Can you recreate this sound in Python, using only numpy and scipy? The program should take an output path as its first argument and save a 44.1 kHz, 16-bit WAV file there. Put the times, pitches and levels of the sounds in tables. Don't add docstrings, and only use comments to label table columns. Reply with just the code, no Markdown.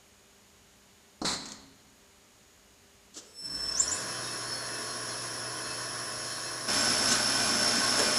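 import sys
import numpy as np
from scipy import signal
from scipy.fft import rfft, irfft, next_fast_len
from scipy.io import wavfile
from scipy.ndimage import map_coordinates

SR = 44100
rng = np.random.default_rng(int(sys.argv[2]) if len(sys.argv) > 2 else 0)


def generate_wav(sig):
    pcm = np.round(np.clip(np.atleast_2d(sig).T, -1, 1) * 32767).astype(np.int16)
    wavfile.write(sys.argv[1], SR, pcm)


N = 360738
TIME = np.arange(N) / SR

VENT_S, PISTON_STOP_S, LOAD_S, OPEN_SIDE_S = 1.247, 1.523, 3.49, 6.675
POWER_ON_S, START_S, RUN_UP_S = 3.24, 3.34, 0.6
SWITCH_HZ, BAND_FEED_HZ, BELT_FEED_HZ = 5333, 24.3, 32.3

# freq_hz, density_db
IDLE_SPECTRUM = [(15, -39), (25, -20), (54, -0.5), (107, -3), (168, -9), (202, -2.5), (363, -8.5),
                 (403, -4), (436, -9), (1290, -11.5), (6160, -15), (6670, -14), (14000, -25.5)]
# pitch_hz, level_db
FAN_TONES = [(54, -87), (101, -83), (199.5, -77.5), (398.6, -75), (597.5, -80), (2930, -80), (6477, -77),
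             (6838, -75.5), (6900, -77)]
# start_s, level_db, t60_s
THUMPS = [(1.216, -28.5, 0.12), (1.246, -27.5, 0.042)]
# freq_hz, density_db
THUMP_SPECTRUM = [(35, -39), (60, -25), (220, -1.5), (697, -7), (842, -13), (1200, -11), (2260, -45),
                  (3890, -29), (4230, -17), (5920, -25), (9000, -35), (11700, -63), (19800, -120)]
# freq_hz, density_db
JET_SPECTRUM = [(41, -45), (70, -9), (186, -6), (237, -1), (265, -3.5), (482, -13.5), (1220, -3.5),
                (1560, -9.5), (1950, -7), (3030, -18.5), (4050, -0.5), (5770, -10.5), (7530, -7),
                (11200, -26.5), (14000, -41)]
# pitch_hz, level_db
SILENCER_MODES = [(3973, -20), (4129, -29), (4323, -12)]
# pitch_hz, level_db, t60_s
VALVE_MODES = [(270, -52.5, 1.6), (205, -52, .8), (3973, -50, .9), (4130, -50, 1), (4330, -50, .9)]
# start_s, level_db, t60_s
PISTON_TICKS = [(1.456, -39.5, 0.07), (1.487, -43, 0.047), (1.519, -31.5, 0.024), (1.547, -57, 0.053)]
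# freq_hz, density_db
TICK_SPECTRUM = [(1000, -26), (3500, -12), (5500, -8), (6500, 0), (7900, -6), (9000, -25), (14000, -35)]
# centre_s, level_db, sigma_s
SCRAPES = [(3.147, -49.5, 0.0044), (3.178, -41.5, 0.013), (7.091, -32.5, 0.0074), (7.125, -25, 0.0093),
           (7.997, -27, 0.0052)]
# freq_hz, density_db
SCRAPE_SPECTRUM = [(120, -51), (200, -13), (291, 1.5), (646, -10.5), (1030, -29), (1140, -9), (1810, -14),
                   (2500, -25), (2680, -10.5), (7250, 0), (9300, -15), (14000, -32)]
# start_s, level_db, t60_s
CLANKS = [(3.155, -55.5, 0.92), (7.993, -26, 0.3)]
# freq_hz, density_db
CLANK_SPECTRUM = [(150, -32), (330, -3), (480, 6), (700, -11), (1400, -11), (4000, -18), (10000, -35)]
# freq_hz, gain_db
HOUSING_RESPONSE = [(2667, -18), (4200, -9), (5333, 0), (6200, 1), (7000, 5), (8000, -3), (9500, -11),
                    (10700, -14), (11600, -25), (16000, -45)]
# switch_multiple, level_db, current_exponent
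SLOW_HARMONICS = [(1, -51, .8), (2, -38, 1), (3, -50, .55), (4, -44, .55), (5, -44, .5)]
# switch_multiple, feed_multiple, level_db
BAND_SIDEBANDS = [(1, -13, -62), (1, -3, -52), (1, -1, -47), (1, 1, -51), (1, 5, -52), (1, 13, -54),
                  (1, 19, -53), (2, -18, -47), (2, -16, -40), (2, -4, -46), (2, -2, -42), (2, 0, -42),
                  (2, 2, -31), (2, 14, -51), (2, 16, -51), (3, -3, -50), (3, -1, -47), (3, 1, -47),
                  (3, 5, -53), (4, -2, -44), (4, 2, -43), (4, -8, -46)]
# pitch_hz, level_db
BAND_WHISTLE = [(14180, -78), (14616, -68)]
# freq_hz, density_db
WHIRR_SPECTRUM = [(24, -51), (40, -17), (86, -13.5), (118, -4.5), (203, -20), (238, -5), (401, -6.5),
                  (438, -4), (559, -10), (635, 0.5), (860, -14), (1090, 1), (1250, -8.5), (1570, -2.5),
                  (2600, -18), (3380, -21), (5720, -120)]
# pitch_hz, level_db
FRAME_MODES = [(145.3, -62), (183, -63), (286, -61.5), (436, -53), (527.6, -56), (619, -53.5), (675, -56),
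               (723, -60), (931, -57.5), (985, -61), (1114, -50), (1330, -67), (1443, -63), (1502, -53.5),
               (1631, -52.5), (1707, -56.5), (1776, -54.5), (2180, -75), (2293, -75)]
# freq_hz, density_db
RUB_SPECTRUM = [(1300, -38), (2200, -14), (3500, -12.5), (4800, -6.5), (5400, 0.5), (6100, -7),
                (8000, -10.5), (9800, -17), (11000, -10.5), (11600, -23.5), (13500, -35)]
# pitch_hz, level_db
BAND_MODES = [(2622, -61.5), (3101, -62), (3397, -63), (3774, -64.5), (4215, -58), (4404, -62),
              (4624, -62.5), (4888, -72), (5215, -55), (6150, -81), (6220, -78), (6560, -55), (6630, -65),
              (7080, -61.5), (7620, -71), (8850, -71)]
# freq_hz, density_db
GROAN_SPECTRUM = [(40, -18), (90, 0), (170, 4), (300, 2.0), (420, -14), (900, -52)]
# pitch_hz, level_db, t60_s
MOUNT_MODES = [(286, -56, 1.3)]
# centre_s, pitch_hz, level_db, sigma_s
BAND_NOTES = [(4.277, 3750, -51, 0.039), (4.531, 5270, -37, 0.021), (4.561, 4390, -46, 0.07),
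              (6.489, 4221, -50, .045), (6.812, 7400, -34, .008), (7.103, 6250, -31.5, 0.011)]
# switch_multiple, feed_multiple, level_db
BELT_SIDEBANDS = [(1, -3, -41), (1, -1, -42), (1, 1, -37), (1, 3, -42), (2, -6, -37), (2, -4, -46),
                  (2, -2, -29), (2, 0, -40), (2, 2, -40), (2, 6, -38), (2, 8, -44)]
# pitch_hz, level_db
BELT_WHISTLE = [(13238, -72), (13431, -78), (14373, -71), (14503, -62)]
# freq_hz, density_db
OPEN_SPECTRUM = [(20, -42), (40, -16), (130, -16.5), (250, -1.5), (480, -13.5), (610, -4.5), (830, -7.5),
                 (1450, -7.5), (2200, -11.5), (3700, -12.5), (5300, -6), (6600, -10.5), (8200, -15),
                 (9600, -27.5), (10700, -8), (11500, -34), (13000, -43)]
# pitch_hz, level_db
GUARD_MODES = [(232.5, -48), (436.0, -53), (608.3, -46), (1082, -46.5), (1335, -74.5), (1437, -47.5),
               (1513, -42), (1561, -48.5), (2412, -51.5), (3128, -55.5), (3171, -54.5), (4678, -53)]
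# freq_hz, t60_s
ROOM_DECAY = [(100, 1.44), (270, 0.95), (1000, 0.9), (4200, 0.69), (7000, 0.52), (14000, .2)]


def amp(db):
    return 10 ** (np.asarray(db) / 20)


def unit(x):
    return x / np.sqrt(np.mean(x ** 2) + 1e-20)


def along(points, hz):
    knots_hz, values = np.transpose(points)
    return np.interp(np.log(hz + 1), np.log(knots_hz + 1), values)


def ramp(start_s, length_s):
    return np.clip((TIME - start_s) / length_s, 0, 1)


def swell(centre_s, sigma_s):
    return np.exp(-.5 * ((TIME - centre_s) / sigma_s) ** 2)


def strike(start_s, t60_s, attack_s):
    return ramp(start_s, attack_s) * amp(-60 * np.abs(TIME - start_s) / t60_s)


def phase_of(hz):
    return 2 * np.pi * np.cumsum(hz) / SR


def sine(hz, phase_rad=0):
    return np.sqrt(2) * np.sin(2 * np.pi * hz * TIME + phase_rad)


def wobble(rate_hz):
    coarse_s = TIME[::64]
    knots = rng.standard_normal(int(TIME[-1] * rate_hz) + 4)
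    return np.interp(TIME, coarse_s, map_coordinates(knots, [coarse_s * rate_hz]))


def filtered(x, response):
    size = next_fast_len(N + SR // 2)
    return irfft(rfft(x, size) * response(np.fft.rfftfreq(size, 1 / SR)), size)[..., :N]


def noise(spectrum):
    return unit(filtered(rng.standard_normal(N), lambda hz: amp(along(spectrum, hz))))


def tones(lines, waver_db, drift_rad):
    return sum(amp(db + waver_db * wobble(5)) * sine(hz, drift_rad * wobble(6)) for hz, db in lines)


def ringing(modes, width_hz):
    def response(hz):
        power = sum(amp(db) ** 2 / (1 + ((hz - mode_hz) / width_hz) ** 2) ** 2 for mode_hz, db in modes)
        return np.sqrt(power * SR / (np.pi * width_hz))
    return filtered(rng.standard_normal(N), response)


def ribbed(x, spacing_hz, depth_db):
    knots_db = depth_db * rng.standard_normal(4096)
    return unit(filtered(x, lambda hz: amp(np.interp(hz / spacing_hz, np.arange(4096), knots_db))))


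def room(x):
    hz, time_s, bins = signal.stft(rng.standard_normal(SR), SR, nperseg=256)
    decay = amp(-60 * time_s / along(ROOM_DECAY, hz)[:, None])
    tail = signal.istft(bins * decay, SR, nperseg=256)[1]
    return signal.fftconvolve(x, tail / np.linalg.norm(tail))[:N]


def idle():
    return amp(-60) * noise(IDLE_SPECTRUM) + tones(FAN_TONES, waver_db=1, drift_rad=0.43)


def blows(hits, spectrum):
    return noise(spectrum) * sum(amp(db) * strike(s, t60_s, attack_s=0.00071) for s, db, t60_s in hits)


def air_vent():
    hold_s, sag_db_per_s, release_db_per_s = 0.095, 59, 330
    since = lambda start_s: np.maximum(TIME - start_s, 0)
    blast_db = -28 - sag_db_per_s * since(VENT_S) - release_db_per_s * since(VENT_S + hold_s)
    trickle_db = -50 - release_db_per_s * since(PISTON_STOP_S)
    flow = ramp(VENT_S, 0.0056) * amp(np.maximum(blast_db, trickle_db))
    return flow * (amp(-1) * noise(JET_SPECTRUM) + ringing(SILENCER_MODES, width_hz=29))


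def steel_ring(start_s, modes):
    return sum(amp(db) * strike(start_s, t60_s, attack_s=0.024) * sine(hz, wobble(hz / 25))
               for hz, db, t60_s in modes)


def scrapes():
    envelope = sum(amp(db) * swell(centre_s, sigma_s) for centre_s, db, sigma_s in SCRAPES)
    return envelope * amp(0.85 * wobble(300)) * noise(SCRAPE_SPECTRUM)


def motor_current_db(speed):
    current = amp(-33) * ramp(POWER_ON_S, 0.04) + speed ** 0.81
    return 3.5 + 20 * np.log10(current + 1e-6)


def switching(shift_s):
    glide = ramp(shift_s, .125)
    jitter = .04 * np.sin(np.pi * glide) * wobble(900)
    return SWITCH_HZ * (1 + glide) / 2 * (1 + jitter), glide


def run_up(speed, shift_s, gain_db, squeal_db, fade_s):
    current_db = motor_current_db(speed)
    switch_hz, glide = switching(shift_s)
    phase = phase_of(switch_hz)
    flutter = .7 * speed ** .35 * (wobble(110) + .6 * wobble(450))
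    whistle = sum(amp(db + follow * current_db + along(HOUSING_RESPONSE, k * switch_hz))
                  * np.sin(k * phase) for k, db, follow in SLOW_HARMONICS)
    whistle *= (1 + flutter) * amp(gain_db - 4.2 * speed ** 3) * (1 - ramp(shift_s + 0.06, fade_s))
    smear = np.abs(np.sin(np.pi * glide)) ** .25
    squeal = amp(squeal_db) * smear * whistle
    return (1 - .7 * smear) * whistle + panels(squeal, t60_s=.1) + amp(-7) * room(squeal)


def panels(x, t60_s):
    tail = rng.standard_normal(SR // 4) * amp(-60 * TIME[:SR // 4] / t60_s)
    return signal.fftconvolve(x, tail / np.linalg.norm(tail))[:N]


def whine(lines, switch_hz, feed_hz, flutter, scatter_rad):
    switch_phase, feed_phase = phase_of(switch_hz), phase_of(feed_hz)
    groups = {}
    for k, sideband, db in lines:
        phase = k * switch_phase + sideband * feed_phase + scatter_rad * rng.standard_normal()
        groups[k] = groups.get(k, 0) + amp(db) * np.sin(phase)
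    return sum(amp(along(HOUSING_RESPONSE, k * switch_hz)) * (1 + flutter * wobble(70)) * group
               for k, group in groups.items())


def band_motors(speed, opened):
    shift_s = 3.752
    first = run_up(speed, shift_s, gain_db=2, squeal_db=6.5, fade_s=0.04)
    second = run_up(speed, shift_s + 0.12, gain_db=0, squeal_db=6, fade_s=0.065)
    switch_hz, _ = switching(shift_s)
    sidebands = whine(BAND_SIDEBANDS, switch_hz, BAND_FEED_HZ * speed, flutter=.12, scatter_rad=1.5)
    current_db = motor_current_db(speed)
    whine_db = current_db - 2.5 - 5 * opened
    whistle = amp(current_db / 2) * tones(BAND_WHISTLE, waver_db=1, drift_rad=.3)
    return first + second + amp(whine_db) * speed ** 2 * sidebands + whistle


def wheels_and_band(speed):
    settle_db = 0.55 * np.maximum(TIME - START_S - RUN_UP_S, 0)
    whirr_gain = amp(-40.5 - settle_db + 0.39 * wobble(3.8)) * speed ** 1.1
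    rub_gain = amp(-47 + 0.57 * wobble(5)) * speed ** 0.99
    whirr = amp(-1.5) * ribbed(noise(WHIRR_SPECTRUM), spacing_hz=22.03, depth_db=3.5)
    frame = amp(38) * tones(FRAME_MODES, waver_db=2, drift_rad=1)
    rub = ribbed(noise(RUB_SPECTRUM), spacing_hz=35, depth_db=2.6) * amp(3 + 0.79 * wobble(25))
    ring = amp(49 + 1.1 * wobble(7)) * ringing(BAND_MODES, width_hz=11)
    return ramp(START_S, 0.13) * (whirr_gain * (whirr + frame) + rub_gain * (rub + ring))


def drive_groan():
    return amp(-54.5) * ramp(3.4, 0.067) * (1 - ramp(4.07, 0.53)) * noise(GROAN_SPECTRUM)


def drive_hum(opened):
    on_s, start_hz, run_hz = 3.47, 58, 119.6
    climb = ramp(3.84, 0.17)
    pitch_hz = start_hz + (run_hz - start_hz) * climb
    dip_db = np.sin(np.pi * climb ** 2)
    level_db = -53 - 0.6 * (TIME - on_s) - dip_db + 5 * opened
    phase = phase_of(pitch_hz * (1 + 0.0055 * wobble(12)))
    overtones = amp(-11.5) * np.sin(2 * phase) + amp(-4.5) * np.sin(3 * phase)
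    tone = np.sin(phase) + ramp(4.03, .1) * overtones
    return np.sqrt(2) * amp(level_db + 0.55 * wobble(7.1)) * ramp(on_s, 0.11) * tone


def band_singing():
    return sum(amp(db) * swell(centre_s, sigma_s) * sine(hz) for centre_s, hz, db, sigma_s in BAND_NOTES)


def belt_motor():
    switch_hz, feed_hz = np.full(N, SWITCH_HZ), np.full(N, BELT_FEED_HZ)
    sidebands = whine(BELT_SIDEBANDS, switch_hz, feed_hz, flutter=.18, scatter_rad=.8)
    whistle = tones(BELT_WHISTLE, waver_db=1, drift_rad=.3)
    return amp(3.3 + 1.2 * wobble(18)) * sidebands + whistle


def open_side():
    level_db = -30 + 0.48 * wobble(9) + 0.74 * wobble(120)
    rub = amp(level_db) * ribbed(noise(OPEN_SPECTRUM), spacing_hz=30.27, depth_db=2)
    return rub + amp(0.5) * ringing(GUARD_MODES, width_hz=6.2)


def scene():
    speed = ramp(START_S, RUN_UP_S)
    opened = ramp(OPEN_SIDE_S, 0.016)
    events = air_vent() + blows(THUMPS, THUMP_SPECTRUM) + blows(PISTON_TICKS, TICK_SPECTRUM)
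    events += blows(CLANKS, CLANK_SPECTRUM) + scrapes()
    events += steel_ring(VENT_S, VALVE_MODES) + steel_ring(LOAD_S, MOUNT_MODES)
    background = idle()
    motors = band_motors(speed, opened) + opened * belt_motor()
    mid = background + events + amp(-7.5) * room(events) + motors + drive_hum(opened)
    mid += wheels_and_band(speed) + drive_groan() + band_singing() + opened * open_side()
    side = amp(-39) * room(mid) + amp(-27.5) * room(motors)
    return np.array([mid + side, mid - side]) * amp([[-.15], [.15]])


def record(dry):
    return filtered(dry, lambda hz: hz < 15000)


dry = scene()
out = record(dry)
generate_wav(out)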